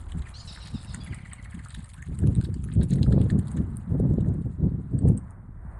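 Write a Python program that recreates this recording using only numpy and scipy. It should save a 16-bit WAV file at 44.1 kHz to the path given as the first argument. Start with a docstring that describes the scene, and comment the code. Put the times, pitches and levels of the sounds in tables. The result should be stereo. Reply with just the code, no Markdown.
"""Bills and thin ice tick and water patters as swans dabble at the edge of a pond, nibbling in runs
of about eleven beats a second. Each contact excites a damped ring; bubbles resonate as plips and gurgles.
Farther off, a bird whistles falling slurs that end in a slowing trill. Turbulent gusts buffet the
microphone over the low, diffuse wash of a distant town."""
import sys
import numpy as np
from scipy import signal
from scipy.fft import rfft, irfft
from scipy.io import wavfile
from scipy.ndimage import uniform_filter1d

SR = 44100
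rng = np.random.default_rng(int(sys.argv[2]) if len(sys.argv) > 2 else 0)


def persist_wave(psi):
    """Save psi, clipped to +-1, as 16-bit WAV."""
    counts = np.round(np.clip(psi, -1, 1) * 32767).astype(np.int16)
    wavfile.write(sys.argv[1], SR, np.atleast_2d(counts).T)


N = 255339
TIME = np.arange(N) / SR

# runs of even bill beats: first_beat_s, last_beat_s, level_db, body_offset_db
NIBBLE_RUNS = [(0.847, 1.145, -37, -8.5), (1.426, 1.511, -40.5, -20), (1.648, 1.941, -38.5, -7.5),
               (2.444, 2.932, -34.5, -13), (3.126, 3.57, -38, -9.5)]
# sharper single ticks of bills and ice, many on the nibbling beat:
# start_s, level_db, body_offset_db, crack_offset_db
LOUD_TICKS = [(.12, -42.5, 2.5, -30), (0.221, -45.5, -3.5, -30), (0.673, -35, -5, -35),
              (0.945, -25.5, -25.5, -20), (1.3323, -28.5, -13, -35), (1.685, -35.5, -17, -33),
              (1.704, -38.5, -10, -35), (1.7474, -34.5, -6.5, -35), (2.0247, -36.5, -2.5, -30),
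              (2.189, -30.5, -15.5, -32), (2.2724, -32, -9.5, -30), (2.3511, -34.5, -9, -28),
              (2.4118, -38.5, -1.5, -10), (2.6426, -59.5, -14, -19), (2.832, -31, -19, -35),
              (2.906, -34, -20.5, -35), (2.936, -35.5, -7.5, -25), (2.9565, -37.5, -8.5, -35),
              (3.03, -32, -2.5, -28), (3.301, -44.5, 9, -31), (3.3891, -32.5, -34, -16),
              (3.5154, -36, -17.5, -28), (3.7693, -33.5, -24, -2), (3.9988, -42.5, -17.5, -31),
              (4.137, -45.5, -13, -29), (4.2075, -46.5, -2.5, -28), (4.286, -44.5, -16, -34),
              (4.34, -53, -23, -31.5), (4.9889, -37.5, -17.5, -27), (5.078, -36, -8.5, -21),
              (5.087, -33, -19, -27), (5.1754, -33, -26.5, -36), (5.3072, -46, -24, -30)]
# a tick's bright top, its body below 5 kHz and the fine crack of ice: frequency_hz, gain_db
TOP_SPECTRUM = [(1000, -31.5), (3000, -29.5), (5000, -13.5), (6500, -1), (8500, 6), (10300, 3), (11300, -4),
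                (12300, -31.5), (15500, -57.5)]
BODY_SPECTRUM = [(400, -27), (1100, -7), (1800, 7), (2600, 5), (3700, 6.5), (4600, 6), (5500, -7),
                 (7500, -49), (12000, -47)]
CRACK_SPECTRUM = [(5000, -45.5), (9000, -6.5), (11000, 6), (15000, -10.5), (16500, -28.5)]
# a bill parting from the water: start_s, decay_s, lower_hz, lower_db, upper_hz, upper_db
BILL_SMACKS = [(.219, 0.0057, 1900, -54, 3480, -53), (1.705, 0.0037, 1550, -53, 3820, -50),
               (1.743, 0.003, 1620, -58, 3550, -42), (2.448, 0.0031, 1690, -51, 3900, -44.5),
               (2.81, 0.0095, 1600, -50.5, 3740, -50.5), (2.929, 0.0026, 1700, -50, 3930, -42.5),
               (2.983, 0.0034, 1800, -50.5, 3570, -59), (3.029, 0.0014, 2010, -53, 4300, -31.5),
               (3.062, 0.0024, 1370, -45, 3490, -67), (3.122, 0.003, 1600, -42.5, 3760, -43.5),
               (3.213, 0.0018, 1390, -52, 3130, -43), (3.299, 0.0021, 1660, -39, 3700, -45),
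               (3.572, .005, 1670, -49.5, 3520, -56)]
# air drawn through a wet bill: start_s, length_s, start_hz, end_hz, level_db
BILL_SQUEAKS = [(1.946, 0.096, 1180, 1970, -58.5)]
# wet patter of the sifting bills: time_s, level_db
PATTER_LEVEL = [(0.0, -65), (0.61, -59.5), (1.23, -67), (1.69, -61.5), (2.48, -67.5), (3.08, -63),
                (4.05, -75.5), (4.34, -73), (4.77, -79.5), (5.11, -73.5), (5.38, -91.5), (5.79, -85)]
# splashing droplets and fizzing froth: frequency_hz, gain_db
SPLASH_SPECTRUM = [(400, -23.5), (1100, -17), (1700, 5.5), (2700, 4), (3700, 1), (4600, -0.5),
                   (5500, -10.5), (7500, -26.5), (12200, -45.5)]
FIZZ_SPECTRUM = [(2000, -50.5), (5300, -13.5), (6800, -2.5), (8500, -0.5), (10400, -1.5), (11200, -3.5),
                 (12300, -31.5), (15500, -44)]
# water sloshing through a bill: start_s, length_s, level_db
BILL_SLOSHES = [(0.638, 0.063, -53), (1.64, 0.23, -56.5), (2.701, 0.037, -51.5), (2.789, 0.075, -53.5),
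                (2.887, 0.052, -49), (3.096, 0.27, -61), (4.157, 0.088, -66), (4.658, 0.055, -64.5)]
# bubbles and drips: start_s, pitch_hz, level_db
BUBBLE_PLIPS = [(0.562, 1900, -33), (.575, 1590, -34), (.943, 1390, -31), (0.946, 1810, -29),
                (1.66, 1330, -33), (2.236, 1580, -37), (2.688, 1710, -36), (4.246, 1770, -44)]
# the bird's lead-in notes: start_s, length_s, start_hz, end_hz, level_db, upper_voice_offset_db
LEAD_IN_NOTES = [(.252, 0.027, 2614, 1653, -47, -26), (.335, .046, 3835, 4690, -44.5, -7),
                 (.375, .05, 4760, 5220, -49, -6.5), (.397, 0.021, 4810, 3950, -44.5, -19),
                 (1.0, 0.032, 3480, 3350, -48.5, -4)]
# its slurs: start_s, length_s, middle_hz, level_db, upper_voice_offset_db, flick_offset_db
BIRD_SLURS = [(0.47, 0.038, 3857, -40, 0.5, -3.5), (0.599, 0.043, 3974, -45.5, -4, -3.5),
              (0.732, .048, 3744, -47.5, -4, -4.5), (0.866, 0.046, 3744, -49.5, 1, 1)]
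# stereo width of the swans and of the bird: frequency_hz, side_to_mid_db
SWAN_SPREAD = [(500, 5.5), (1600, -5.5), (2500, 3.5), (3700, -1.5), (4600, 2), (5800, 11), (7000, 0),
               (8500, -22.5), (10000, -4.5), (11200, 16), (13000, 2.5)]
BIRD_SPREAD = [(1800, -2.5), (2300, 9.5), (2900, -2.5), (3500, 6.5), (4000, 5), (4700, -1), (5600, 17),
               (7500, -6)]
# gusts on the microphone: start_s, hold_s, level_db
WIND_GUSTS = [(0.154, 0.03, -31.5), (0.733, 0.021, -32.5), (0.88, 0.16, -38.5), (1.097, 0.033, -33.5),
              (1.549, 0.015, -34.5), (1.764, 0.031, -35), (2.091, 0.043, -32), (2.221, 0.091, -21),
              (2.367, 0.032, -26.5), (2.482, 0.02, -28.5), (2.769, 0.066, -20.5), (2.911, 0.062, -25),
              (2.977, 0.058, -19.5), (3.077, 0.13, -17), (3.228, 0.033, -19), (3.325, 0.063, -19),
              (3.553, 0.062, -24.5), (3.922, 0.027, -18.5), (4.002, 0.056, -18.5), (4.098, 0.043, -19),
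              (4.184, 0.047, -22), (4.273, 0.032, -19), (4.317, 0.081, -29), (4.456, 0.014, -27),
              (4.588, 0.21, -29), (4.631, 0.037, -20), (4.941, 0.014, -20), (4.996, 0.18, -26.5),
              (5.046, 0.055, -16.5)]
# single eddies that thump it: centre_s, peak_db, pitch_hz
EDDY_THUMPS = [(0.756, -25.5, 192.7), (2.243, -16, 280.2), (2.255, -10.5, 148.9), (2.285, -7.5, 128.1),
               (2.385, -9.5, 139.4), (2.779, -10, 122.6), (2.929, -10.5, 167.4), (3.111, -24, 444),
               (3.145, -17.5, 400.8), (3.180, -17.5, 471), (3.606, -16, 187.3), (4.002, -15.5, 389),
               (4.112, -18, 329.7), (4.185, -15.5, 342.3), (4.648, -16.5, 290), (4.666, -15.5, 120.3),
               (4.941, -20, 289.3), (4.95, -15, 116.5), (5.057, -19, 402), (5.101, -7, 160),
               (5.12, -14.5, 268.7)]
# eddy size, as the rumble's upper edge in light air: time_s, cutoff_hz
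RUMBLE_CUTOFF = [(0, 84.8), (.7, 129.3), (2.0, 118.4), (2.3, 79.5), (2.9, 87.8), (3.15, 115), (5.1, 126),
                 (5.79, 160.4)]
# stereo width of the wind rumble, wide for two seconds, then centred: time_s, side_gain_db
WIND_SPREAD = [(0, -3), (2.1, 6), (2.3, -68), (5.79, -71)]
# light air between gusts, deep draught and distant traffic: time_s, level_db
BREEZE_LEVEL = [(0, -44), (.35, -43), (1.0, -40.5), (1.95, -41.5), (2.4, -30), (3.3, -31), (3.8, -33),
                (5.79, -42.5)]
DEEP_DRAUGHT_LEVEL = [(0, -40), (.2, -34.5), (.35, -47.5), (.6, -43.5), (2.2, -55.5), (5.79, -41)]
TRAFFIC_LEVEL = [(0, -56.5), (1.85, -60.5), (2.02, -67.5), (2.3, -58), (3.6, -56.5), (5.79, -59)]
# gust rumble, deep draught and distant traffic: frequency_hz, gain_db
GUST_SPECTRUM = [(15, -36.5), (59, -1), (110, 1.5), (192, -2.5), (375, -19), (491, -26), (644, -34.5),
                 (900, -42), (1200, -52.5), (1980, -94)]
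DRAUGHT_SPECTRUM = [(15, -7), (35, -2.5), (58, 6.5), (90, 0.5), (200, -17.5), (400, -23.5), (800, -73.5)]
TRAFFIC_SPECTRUM = [(150, -41.5), (350, -29.5), (480, 0.5), (700, 2), (1000, 3), (1500, -2), (2000, -8),
                    (2800, -32.5), (6000, -52), (9000, -23), (12500, -58)]

NIBBLE_PER_S = 11


def bills(contact_s=.0005, chatter_s=.0057, ice_hz=1394, ice_octaves=.62, ice_t60_s=.014):
    """Impact excitation: each contact and four lesser ones ring bill and ice; brittle ice adds a crack."""
    out, t = np.zeros(N), TIME[:SR // 80]
    crack = response(CRACK_SPECTRUM)
    for start, db, body_db, crack_db, chatter_db in contacts():
        # every spot of thin ice has its own colour and its own quickly damped note
        top_ring = response(tinted(TOP_SPECTRUM))
        body_ring = response(tinted(BODY_SPECTRUM), size=1024)
        age = TIME[:len(body_ring)]
        hz = ice_hz * 2 ** (ice_octaves * rng.standard_normal())
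        body_ring += undb(-11 - 60 * age / ice_t60_s) * np.cos(2 * np.pi * hz * age)
        delays = np.r_[0, chatter_s * rng.standard_normal(4)]
        sizes_db = np.r_[0, chatter_db + 3 * rng.standard_normal(4)]
        for delay, size_db in zip(delays, sizes_db):
            crunch = rng.standard_normal(len(t)) * np.sqrt(t) * np.exp(-t / contact_s)
            for ring, part_db in ((top_ring, 1), (body_ring, 7 + body_db)):
                tick = np.convolve(crunch, ring)
                tick /= np.abs(tick).max()
                add(out, start + delay + contact_s, tick * undb(db + size_db + part_db))
        add(out, start + contact_s, crack * undb(db + crack_db))
    return out


def contacts(spread_db=1.5, tick_chatter_db=-16, beat_chatter_db=-8, beat_crack_db=-31):
    """Impulse trains of beats plus the sharper ticks: start_s, level_db, body_db, crack_db, chatter_db."""
    rows = [(*tick, tick_chatter_db) for tick in LOUD_TICKS]
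    for first, last, db, body_db in NIBBLE_RUNS:
        for start in np.linspace(first, last, round((last - first) * NIBBLE_PER_S) + 1):
            force_db, tone_db = spread_db * rng.standard_normal(2)
            rows.append((start, db - 2 + force_db, body_db + tone_db, beat_crack_db, beat_chatter_db))
    return rows


def smacks(q=3.8):
    """Cavity resonance: a film of water bursts in a bill and briefly rings two modes of the mouth."""
    out, t = np.zeros(N), TIME[:SR // 20]
    for start, decay, lower_hz, lower_db, upper_hz, upper_db in BILL_SMACKS:
        burst = rng.standard_normal(len(t)) * np.sqrt(t) * np.exp(-t / decay)
        for hz, db in ((lower_hz, lower_db), (upper_hz, upper_db)):
            edges_hz = hz * (1 + np.array([-.5, .5]) / q)
            ring = signal.sosfilt(signal.butter(2, edges_hz, "bandpass", fs=SR, output="sos"), burst)
            rms = np.sqrt(np.sum(ring ** 2) / (2 * decay * SR))
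            add(out, start, ring / rms * undb(db))
    return out


def squeaks(jitter=.064):
    """Flow-driven oscillation: air drawn through a wet bill sings an unsteady rising note."""
    out = np.zeros(N)
    for start, length, start_hz, end_hz, db in BILL_SQUEAKS:
        size = int(length * SR)
        hz = np.linspace(start_hz, end_hz, size) * (1 + jitter * wander(size, SR // 1000))
        add(out, start, unit(np.hanning(size) * np.sin(phase_of(hz))) * undb(db))
    return out


def patter():
    """Source and filter: one rain of droplets is shaped into a splash and the higher fizz of froth."""
    drops = droplets()
    splash = undb(-1.5) * unit(colour(drops, SPLASH_SPECTRUM))
    fizz = unit(colour(drops, FIZZ_SPECTRUM))
    return undb(curve(PATTER_LEVEL)) * (splash + fizz)


def droplets(per_s=2600, low_hz=700, high_hz=11500, ring_s=.005, spurt_s=.016):
    """Shot noise: tiny droplets ring at random, throbbing and spurting as the bills open and close."""
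    out = np.zeros(N)
    pace_hz = NIBBLE_PER_S * (1 + .083 * wander(N, SR // 8))
    throb_db = 2.5 * np.sin(phase_of(pace_hz))
    spurts_db = 3.8 * np.minimum(wander(N, spurt_s * SR), 2)
    for when, height, chance in rng.random((int(per_s * N / SR), 3)):
        hz = low_hz + height * (high_hz - low_hz)
        db = -2.5 * np.log(max(chance, .01))
        add(out, when * N / SR, undb(db) * bubble(hz, hz * ring_s, glide=0))
    return out * undb(throb_db + spurts_db)


def sloshes():
    """Amplitude modulation: fine bubbles swell and fade as water is squeezed out of a bill."""
    flow = np.zeros(N)
    for start, length, db in BILL_SLOSHES:
        add(flow, start, undb(db) * np.hanning(int(length * SR)))
    return flow * unit(colour(droplets(), BODY_SPECTRUM))


def plips(cycles=19, glide=.21, froth_s=.0071, froth_octaves=.19):
    """Bubble resonance: a bubble rings as it surfaces, and four fainter ones burst around it."""
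    out = np.zeros(N)
    for start, hz, db in BUBBLE_PLIPS:
        add(out, start, undb(db - 1) * bubble(hz, cycles, glide))
        for delay, detune in rng.standard_normal((4, 2)):
            froth = bubble(hz * 2 ** (froth_octaves * detune), cycles / 2, glide)
            add(out, start + froth_s * (1 + delay), undb(db - 8) * froth)
    return out


def gurgle(per_s=130, centre_hz=2000):
    """Superposition: bubbles of many sizes ring, louder the harder the bills work the water."""
    out, effort_db = np.zeros(N), curve(PATTER_LEVEL)
    for when, height, chance in rng.random((int(per_s * N / SR), 3)):
        hz = centre_hz * 2 ** (2 * height - 1)
        db = effort_db[int(when * N)] + 11 - np.log(max(chance, .04))
        add(out, when * N / SR, undb(db) * bubble(hz, cycles=20, glide=.15))
    return out


def bubble(hz, cycles, glide):
    """Damped oscillator: the pitch rises by the fraction glide while the ring decays by 50 dB."""
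    progress = np.arange(int(cycles * SR / hz)) * hz / SR / cycles
    return undb(-50 * progress) * np.sin(2 * np.pi * cycles * progress * (1 + glide * progress / 2))


def bird(rasp=.36, octave_db=-19, ice_echo_s=.005, ice_echo_db=-10, cutoff_hz=8000):
    """Frequency and amplitude modulation: gliding, rasping whistles reflect off ice; distance dulls them."""
    out = np.zeros(N)
    for start, length, start_hz, end_hz, db, upper_db in phrase():
        size, note = int(length * SR), 0
        # main whistle, upper voice, hoarse undertone
        for ratio, voice_db, quiver in ((1, 0, .014), (1.385, upper_db, .014), (.72, -12, .07)):
            hz = ratio * np.linspace(start_hz, end_hz, size) * (1 + quiver * wander(size, 20))
            phase = phase_of(hz)
            whistle = np.sin(phase) + undb(octave_db) * np.sin(2 * phase)
            note = note + undb(voice_db) * whistle * (1 + rasp * wander(size, 20))
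        note = unit(note * signal.windows.tukey(size, .4)) * undb(db)
        add(out, start, note)
        add(out, start + ice_echo_s, note * undb(ice_echo_db))
    return signal.sosfilt(signal.butter(6, cutoff_hz, fs=SR, output="sos"), out)


def phrase(fall=.13, flick_s=.014, flick_gap_s=.02):
    """Pitch sweeps in the columns of LEAD_IN_NOTES: lead-in, slurs with three flicks each, and trill."""
    notes = list(LEAD_IN_NOTES)
    for start, length, hz, db, upper_db, flick_db in BIRD_SLURS:
        notes.append((start, length, hz * (1 + fall / 2), hz * (1 - fall / 2), db, upper_db))
        for k in range(3):
            onset = start + length - flick_s / 2 + k * flick_gap_s
            notes.append((onset, flick_s, hz * 1.33, hz * .86, db + flick_db - 1.2 * k, -np.inf))
    return notes + trill()


def trill(start_s=1.06, gap_s=.0597, slowing_s=.0008, pitch_hz=2177, sag_hz=34, grace_s=.02):
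    """A slowing pulse train: falling notes drift lower and softer, each led by a faint high grace note."""
    notes = []
    for k in range(9):
        loud, high, long, steep = rng.standard_normal(4)
        onset = start_s + k * (gap_s + k * slowing_s)
        db = -44 - .5 * k + 1.8 * loud
        hz = (pitch_hz - k * sag_hz) * 2 ** (.05 * high)
        length_s = .016 * np.exp(.25 * long)
        fall = .31 * np.exp(.25 * steep)
        grace_hz = 3300 * 2 ** (.05 * steep)
        notes.append((onset - grace_s, grace_s, grace_hz, grace_hz * .85, db - 17, -np.inf))
        notes.append((onset, length_s, hz * (1 + fall / 2), hz * (1 - fall / 2), db, -np.inf))
    return notes


def wind():
    """Pressure fluctuation at the microphone ports: gusts rumble over a deep draught while eddies thud."""
    level_db = gust_level_db()
    mid, side = (eddies(level_db) * undb(level_db - .93) + draught() for _ in range(2))
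    mid += thumps()
    side *= undb(curve(WIND_SPREAD))
    return np.array([mid + side, mid - side])


def gust_level_db(attack_s=.016, release_s=.026):
    """Incoherent powers add: each gust rises, holds and decays exponentially on top of the breeze."""
    power = undb(curve(BREEZE_LEVEL)) ** 2
    for start, hold, db in WIND_GUSTS:
        before = np.maximum(start - TIME, 0) / attack_s
        after = np.maximum(TIME - start - hold, 0) / release_s
        power += (undb(db) * np.exp(-np.minimum(before + after, 20))) ** 2
    return 10 * np.log10(power)


def eddies(level_db, light_air_db=-40, octaves_per_db=.19, burst_s=.011, buffet_db=2):
    """Turbulence: faster air sheds smaller eddies in bursts, so the rumble brightens as it swells."""
    spectrum = rfft(colour(rng.standard_normal(N), GUST_SPECTRUM))
    hz = np.arange(N // 2 + 1) * SR / N
    cutoffs_hz = 50 * 2 ** np.arange(7)
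    bursts = wander(N, burst_s * SR)
    brightening = octaves_per_db * (level_db - light_air_db) + .55 * bursts
    octave = np.log2(curve(RUMBLE_CUTOFF) / cutoffs_hz[0]) + brightening
    octave = np.clip(octave, 0, len(cutoffs_hz) - 1)
    air = np.zeros(N)
    for k, cutoff in enumerate(cutoffs_hz):  # crossfade between low-passes an octave apart
        weight = np.maximum(1 - abs(octave - k), 0)
        air += weight * irfft(spectrum / np.hypot(1, (hz / cutoff) ** 3), N)
    air *= undb(buffet_db * bursts)
    envelope = np.sqrt(uniform_filter1d(air ** 2, size=2200) + 1e-18)
    return unit(air / envelope ** .51)  # partly evens out the chance swells


def thumps(rise_cycles=.45, fall_cycles=.8, sag=.3):
    """Pressure pulses: a single large eddy swells on the ports, then dies away as its pitch sags."""
    out, t = np.zeros(N), TIME[:SR // 10] - TIME[SR // 20]
    for centre, peak_db, hz in EDDY_THUMPS:
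        cycles = hz * t
        width = np.where(t < 0, rise_cycles, fall_cycles)
        swell = np.exp(.5 - np.hypot(cycles / width, .5))
        phase = phase_of(hz * (1 - sag * np.tanh(cycles))) + 2 * np.pi * rng.random()
        add(out, centre + t[0], undb(peak_db) * swell * np.sin(phase))
    return out


def draught():
    """Low-frequency flow noise: a deep draught rumbles beneath the gusts."""
    return unit(colour(rng.standard_normal(N), DRAUGHT_SPECTRUM)) * undb(curve(DEEP_DRAUGHT_LEVEL))


def town(waver_db=2.83):
    """Diffuse field: distant traffic reaches the two channels as uncorrelated, slowly wavering noise."""
    wash = unit(colour(rng.standard_normal((2, N)), TRAFFIC_SPECTRUM))
    return wash * undb(curve(TRAFFIC_LEVEL) + waver_db * wander(N, SR // 5))


def ports(x, spread):
    """Phase difference: two spaced ports receive one source with a shift that depends on frequency."""
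    turn = np.exp(1j * np.arctan(gains(spread, N)))
    return irfft(rfft(x) * np.array([turn, turn.conj()]), N)


def scatter(x, t60_s, db):
    """Reverberation: diffuse returns from bank, trunks and ice decay, different in each channel."""
    t = TIME[:SR // 2]
    tail = rng.standard_normal((2, len(t))) * undb(-60 * t / t60_s)
    tail /= np.sqrt(np.sum(tail ** 2, axis=1, keepdims=True))
    return undb(db) * signal.fftconvolve(x[None], tail, axes=1)[:, :N]


def response(points, size=512):
    """Minimum phase: the shortest causal ring with this spectrum, at a peak of one."""
    cepstrum = irfft(np.log(gains(points, size)))
    cepstrum[1:size // 2] *= 2
    cepstrum[size // 2 + 1:] = 0
    ring = irfft(np.exp(rfft(cepstrum)))
    return ring / np.abs(ring).max()


def tinted(points, spread_db=10):
    """Spectral variation: each point of a spectrum moves up or down by chance."""
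    return [(hz, db + spread_db * rng.standard_normal()) for hz, db in points]


def colour(x, points):
    """Zero-phase filtering: multiply a sound's spectrum by a gain curve."""
    return irfft(rfft(x) * gains(points, N), N)


def gains(points, size):
    """Frequency response at the bins of a transform, interpolated in log frequency."""
    hz, db = np.transpose(points)
    bins_hz = np.arange(size // 2 + 1) * SR / size
    return undb(np.interp(np.log(bins_hz + 1), np.log(hz), db))


def wander(size, width):
    """Low-passed noise of unit rms that changes about every width samples."""
    return unit(uniform_filter1d(uniform_filter1d(rng.standard_normal(size), int(width)), int(width)))


def phase_of(hz):
    """Phase in radians is the integral of frequency."""
    return 2 * np.pi * np.cumsum(hz) / SR


def curve(rows):
    """Linear interpolation of a control in time."""
    return np.interp(TIME, *np.transpose(rows))


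def add(out, start_s, x):
    """Superpose x on out from start_s."""
    i = max(int(start_s * SR), 0)
    out[i:i + len(x)] += x[:max(N - i, 0)]


def undb(db):
    """Decibels to amplitude ratio."""
    return 10 ** (np.asarray(db) / 20)


def unit(x):
    """Normalise to an rms of one."""
    return x / np.sqrt(np.mean(x ** 2))


def scene():
    """Superposition: swans close by, the bird farther off and a little right, wind and town all round."""
    swans = bills() + smacks() + squeaks() + patter() + sloshes() + plips() + gurgle()
    call = bird()
    near = ports(swans, SWAN_SPREAD) + scatter(swans, t60_s=.11, db=-10.5)
    far = undb(-.5) * ports(call, BIRD_SPREAD) + scatter(call, t60_s=.6, db=-6.5)
    pan_right = undb([[-1], [1]])
    return near + far * pan_right + wind() + town()


def record(dry, ceiling=.36, cutoff_hz=15500):
    """Soft saturation rounds the hardest gusts, and a steep low-pass cuts the highest treble."""
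    lowpass = signal.ellip(8, .2, 70, cutoff_hz, fs=SR, output="sos")
    return signal.sosfilt(lowpass, ceiling * np.tanh(dry / ceiling))


dry = scene()
out = record(dry)
persist_wave(out)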